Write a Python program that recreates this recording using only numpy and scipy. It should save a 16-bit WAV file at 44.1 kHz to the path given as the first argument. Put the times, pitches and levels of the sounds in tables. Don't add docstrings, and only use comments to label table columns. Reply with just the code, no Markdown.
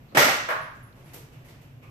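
import sys
import numpy as np
from scipy import signal
from scipy.fft import rfft, irfft, next_fast_len
from scipy.io import wavfile

SR = 44100
rng = np.random.default_rng(int(sys.argv[2]) if len(sys.argv) > 2 else 0)


def pcm_store(signal):
    levels = np.round(np.clip(np.atleast_2d(signal), -1, 1) * 32767)
    wavfile.write(sys.argv[1], SR, levels.astype(np.int16).T)


N = 83790
T = np.arange(N) / SR
SIZE = next_fast_len(2 * N)
HZ = np.fft.rfftfreq(SIZE, 1 / SR)


def amp(db):
    return 10 ** (np.asarray(db) / 20)

def unit(x):
    return x / np.sqrt(np.mean(x ** 2) + 1e-20)

def along(points, hz=HZ):
    f, value = np.transpose(points)
    return np.interp(np.log(hz + 1), np.log(f + 1), value)

def filtered(x, response):
    return irfft(rfft(x, SIZE) * response, SIZE)[..., :N]

def causal(db):
    cepstrum = irfft(np.log(amp(db)), SIZE)
    cepstrum[1:SIZE // 2] *= 2
    cepstrum[SIZE // 2 + 1:] = 0
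    return np.exp(rfft(cepstrum))

def lifts(body):
    return sum(db / (1 + (2 * (HZ - hz) / width) ** 2) for hz, width, db in body)

def bands(rows):
    return sum(amp(db) / (1 + (2 * (HZ - hz) / width) ** 2) for hz, width, db in rows)

def coloured(x, db):
    response = causal(db) / np.sqrt(np.mean(amp(db) ** 2))
    return filtered(x, response) * np.sqrt(.06 * SR / N)

# f/Hz, correlation
COHERENCE = [(60, .93), (150, 0.99), (300, .72), (640, 0.54), (1300, -0.19), (3000, -0.023), (10000, 0.032)]
def diffuse():
    angle = np.arccos(np.clip(along(COHERENCE), -1, 1)) / 2
    mid, side = filtered(rng.standard_normal((2, N)), np.array([np.cos(angle), np.sin(angle)]))
    return unit(np.array([mid + side, mid - side]))

def burst(s, t60, rise_s):
    t = np.maximum(T - s, 0)
    return unit(diffuse() * amp(-60 * t / t60) * (1 - np.exp(-t / rise_s)))

# f/Hz, T60/s
ROOM_T60 = [(80, 0.63), (250, 0.49), (600, 0.49), (1200, 0.73), (2000, 0.66), (3500, 0.61), (6000, 0.59),
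            (10000, 0.41), (14000, 0.31)]
def contact(s, crack_db, crack_t60, swell_s, rise_s=0.00067):
    hz, t, spectra = signal.stft(diffuse(), SR, nperseg=256)
    decay = amp(-60 * t / along(ROOM_T60, hz)[:, None])
    tail = signal.istft(spectra * decay, SR, nperseg=256)[1][:, :N]
    tail = unit(tail * (1 - np.exp(-T / swell_s)))
    crack = unit(diffuse() * amp(-60 * T / crack_t60))
    arrival = (tail + amp(crack_db) * crack) * (1 - np.exp(-T / rise_s))
    return np.pad(arrival, ((0, 0), (round(s * SR), 0)))[:, :N]

# f/Hz, level/dB
AIR_SPECTRUM = [(25, -18.5), (60, -13), (125, -12.5), (200, -17), (300, -20), (400, -23), (570, -24),
                (950, -29.5), (1700, -33), (2700, -34), (4200, -44), (7000, -48), (9700, -57.5),
                (12500, -42), (15000, -49)]
# f/Hz, width/Hz, level/dB
DRONE_BANDS = [(58, 8.1, -13.5), (112.5, 22, -0.5), (130.5, 16, -5), (147.6, 13, 0.5), (252, 50, -15)]
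# t/s, level/dB
AIR_ENVELOPE = [(0, -52.5), (.9, -53.5), (1.3, -53), (1.62, -53), (1.78, -54.5)]
DRONE_ENVELOPE = [(0, -46), (.12, -59), (.6, -52.5), (1.0, -49.5), (1.55, -52), (1.8, -47.5)]
def room_tone():
    level = lambda rows: amp(np.interp(T, *np.transpose(rows)))
    air = unit(filtered(diffuse(), amp(along(AIR_SPECTRUM))))
    drone = unit(filtered(diffuse(), bands(DRONE_BANDS)))
    return level(AIR_ENVELOPE) * air + level(DRONE_ENVELOPE) * drone

# t/s, level/dB
METAL_TAPS = [(0.61, -61.5), (0.825, -64), (1.041, -67.5)]
# f/Hz, width/Hz, level/dB
METAL_MODES = [(9120, 110, -16.5), (11090, 290, -10.5), (11460, 160, -22)]
def tinkles():
    taps = sum(amp(db) * contact(s, crack_db=-4, crack_t60=0.11, swell_s=0.0037, rise_s=0.0034)
               for s, db in METAL_TAPS)
    return coloured(taps, 20 * np.log10(bands(METAL_MODES) + 1e-4))

def tick():
    return amp(-62) * filtered(burst(s=.926, t60=0.025, rise_s=0.0011), bands([(4050, 1200, -12)]))

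# t/s, level/dB, length/s, tilt/(dB per octave), band f/Hz, width/Hz, lift/dB
CLICKS_AND_SCUFFS = [(0.085, -67, 0.017, -3.5, 4200, 1190, 28), (.112, -56, .015, -7, 320, 150, -18),
                     (0.121, -58, 0.0055, -5, 1260, 300, 12), (0.743, -65, 0.018, -0.5, 7000, 1970, 8),
                     (0.944, -55.5, 0.069, -1.5, 1020, 600, 3.5), (1.05, -56, 0.043, 0, 2400, 910, 6),
                     (1.134, -52, 0.0048, 0.5, 2030, 1470, -1.5),
                     (1.141, -48.5, 0.0048, 2.5, 14000, 2000, 7), (1.151, -55.5, 0.019, -3, 426, 200, 10),
                     (1.315, -57, 0.03, -1.5, 2710, 900, 7.5), (1.442, -57.5, 0.022, 0, 1980, 260, 10),
                     (1.479, -58, 0.02, 0.5, 4230, 3500, 6), (1.611, -62.5, 0.014, 0.5, 2800, 700, 7),
                     (1.821, -57, 0.018, -2, 2500, 1200, 13), (1.828, -61, 0.013, 0, 1150, 300, 23)]
# f/Hz, level/dB
SCUFF_SPECTRUM = [(100, -3.5), (330, 15.5), (700, 8.5), (1400, 4.5), (2500, 3.5), (4000, -2), (6500, -3.5),
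                  (9700, -7), (12500, 2.5), (15000, -13.5)]
def clicks_and_scuffs():
    octaves = np.log2((HZ + 100) / 2000)
    total = 0
    for s, db, length, tilt, *band in CLICKS_AND_SCUFFS:
        rub = amp(db) * contact(s, crack_db=1.5, crack_t60=7 * length, swell_s=length, rise_s=.5 * length)
        total += coloured(rub, along(SCUFF_SPECTRUM) + tilt * octaves + lifts([band]))
    return total

# t/s, level/dB
KNOCK_CONTACTS = [(.487, -29), (.503, -29.5), (0.555, -49)]
# f/Hz, level/dB
KNOCK_SPECTRUM = [(100, -40), (230, -25), (380, -15.5), (520, -7.5), (680, -6.5), (800, -7.5), (1150, 0.5),
                  (1330, -5), (1660, -3.5), (2300, -11.5), (3500, -22), (6000, -32), (9500, -38),
                  (12500, -30), (15000, -33)]
# f/Hz, width/Hz, lift/dB
KNOCK_MODES = [(496, 22, 9.5), (636, 40, 8.5), (1106, 14.8, 0), (1090, 24, 4.5), (1450, 36, 3.5),
               (1633, 50, 6), (1920, 60, -1)]
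def knock():
    blows = sum(amp(db) * contact(s, crack_db=-3.5, crack_t60=0.1, swell_s=0.0013)
                for s, db in KNOCK_CONTACTS)
    return coloured(blows, along(KNOCK_SPECTRUM) + lifts(KNOCK_MODES))

def thump(s, start_hz=146, sag=0.12, t60=0.063):
    t = np.maximum(T - s, 0)
    hz = start_hz * (1 - sag * (1 - np.exp(-t / 0.03)))
    envelope = amp(-16 - 60 * t / t60) * (1 - np.exp(-t / 0.0073))
    return envelope * np.sin(2 * np.pi * np.cumsum(hz * (t > 0)) / SR)

# t/s, level/dB
SLAM_CONTACTS = [(.1705, -17.5), (.187, -21.5), (.213, -23.5), (.24, -25.5), (.28, -28.5), (.322, -37),
                 (.352, -42)]
DRY_CRACKS = [(0.1704, -20), (0.1793, -25.5), (.282, -31)]
# f/Hz, level/dB
TOUCH_SPECTRUM = [(50, -21), (120, -5.5), (300, 5), (660, 1), (1200, -2.5), (2400, -5), (3200, -9),
                  (4300, -18), (5200, -14.5), (9000, -27), (12000, -19), (15000, -36)]
CRACK_SPECTRUM = [(60, -28), (150, 0.5), (220, -17.5), (340, -2.5), (480, -3.5), (720, 5), (1000, -0.5),
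                  (1900, 5.5), (2600, -10), (4500, -24.5), (9000, -23), (13000, -22.5), (15000, -33)]
SLAM_SPECTRUM = [(40, -35), (100, -16), (180, -14.5), (260, -7.5), (430, -6.5), (590, 2), (780, -7),
                 (1010, -5), (1250, -1.5), (1900, -2), (2450, -4.5), (4500, -10), (5900, -10),
                 (9700, -22.5), (12800, -10), (15000, -23.5)]
# f/Hz, width/Hz, lift/dB
SLAM_MODES = [(373, 30, -0.5), (479, 11, 4), (601.4, 19, 4.5), (720, 24, 5.5), (793, 43, 7.5), (865, 25, 8),
              (1293, 25, 5.5), (1393, 37, 7), (1894, 28, 10.5), (2043, 12, 11), (2230, 54, 6.5),
              (2690, 13, 8)]
def slam():
    touch = amp(-23) * contact(s=.1475, crack_db=-3, crack_t60=0.052, swell_s=0.0071, rise_s=0.0061)
    (blow_s, blow_db), *rebounds = SLAM_CONTACTS
    blow = amp(blow_db) * contact(blow_s, crack_db=-5, crack_t60=0.064, swell_s=0.011, rise_s=.002)
    clatter = sum(amp(db) * contact(s, crack_db=-3, crack_t60=.09, swell_s=0.0054, rise_s=0.0053)
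                  for s, db in rebounds)
    cracks = sum(amp(db) * burst(s, t60=0.042, rise_s=0.0012) for s, db in DRY_CRACKS)
    return (coloured(touch, along(TOUCH_SPECTRUM))
            + coloured(cracks, along(CRACK_SPECTRUM))
            + coloured(blow + clatter, along(SLAM_SPECTRUM) + lifts(SLAM_MODES))
            + thump(blow_s))

def scene():
    return room_tone() + tinkles() + tick() + clicks_and_scuffs() + knock() + slam()

# f/Hz, left minus right level/dB
PORT_BALANCE = [(200, -.5), (400, -1.5), (700, 0.5), (2400, -3), (4400, 1), (6000, -6.5), (8200, 12),
                (9700, 0), (11300, -5), (13300, 2.5), (15000, 6.5)]
def record(dry, ceiling=.92, cutoff_hz=14700):
    x = filtered(dry, amp(along(PORT_BALANCE) * np.array([[.5], [-.5]])))
    x = x / (1 + (x / ceiling) ** 6) ** (1 / 6)
    return filtered(x, 1 / np.sqrt(1 + (HZ / cutoff_hz) ** 200))


dry = scene()
out = record(dry)
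pcm_store(out)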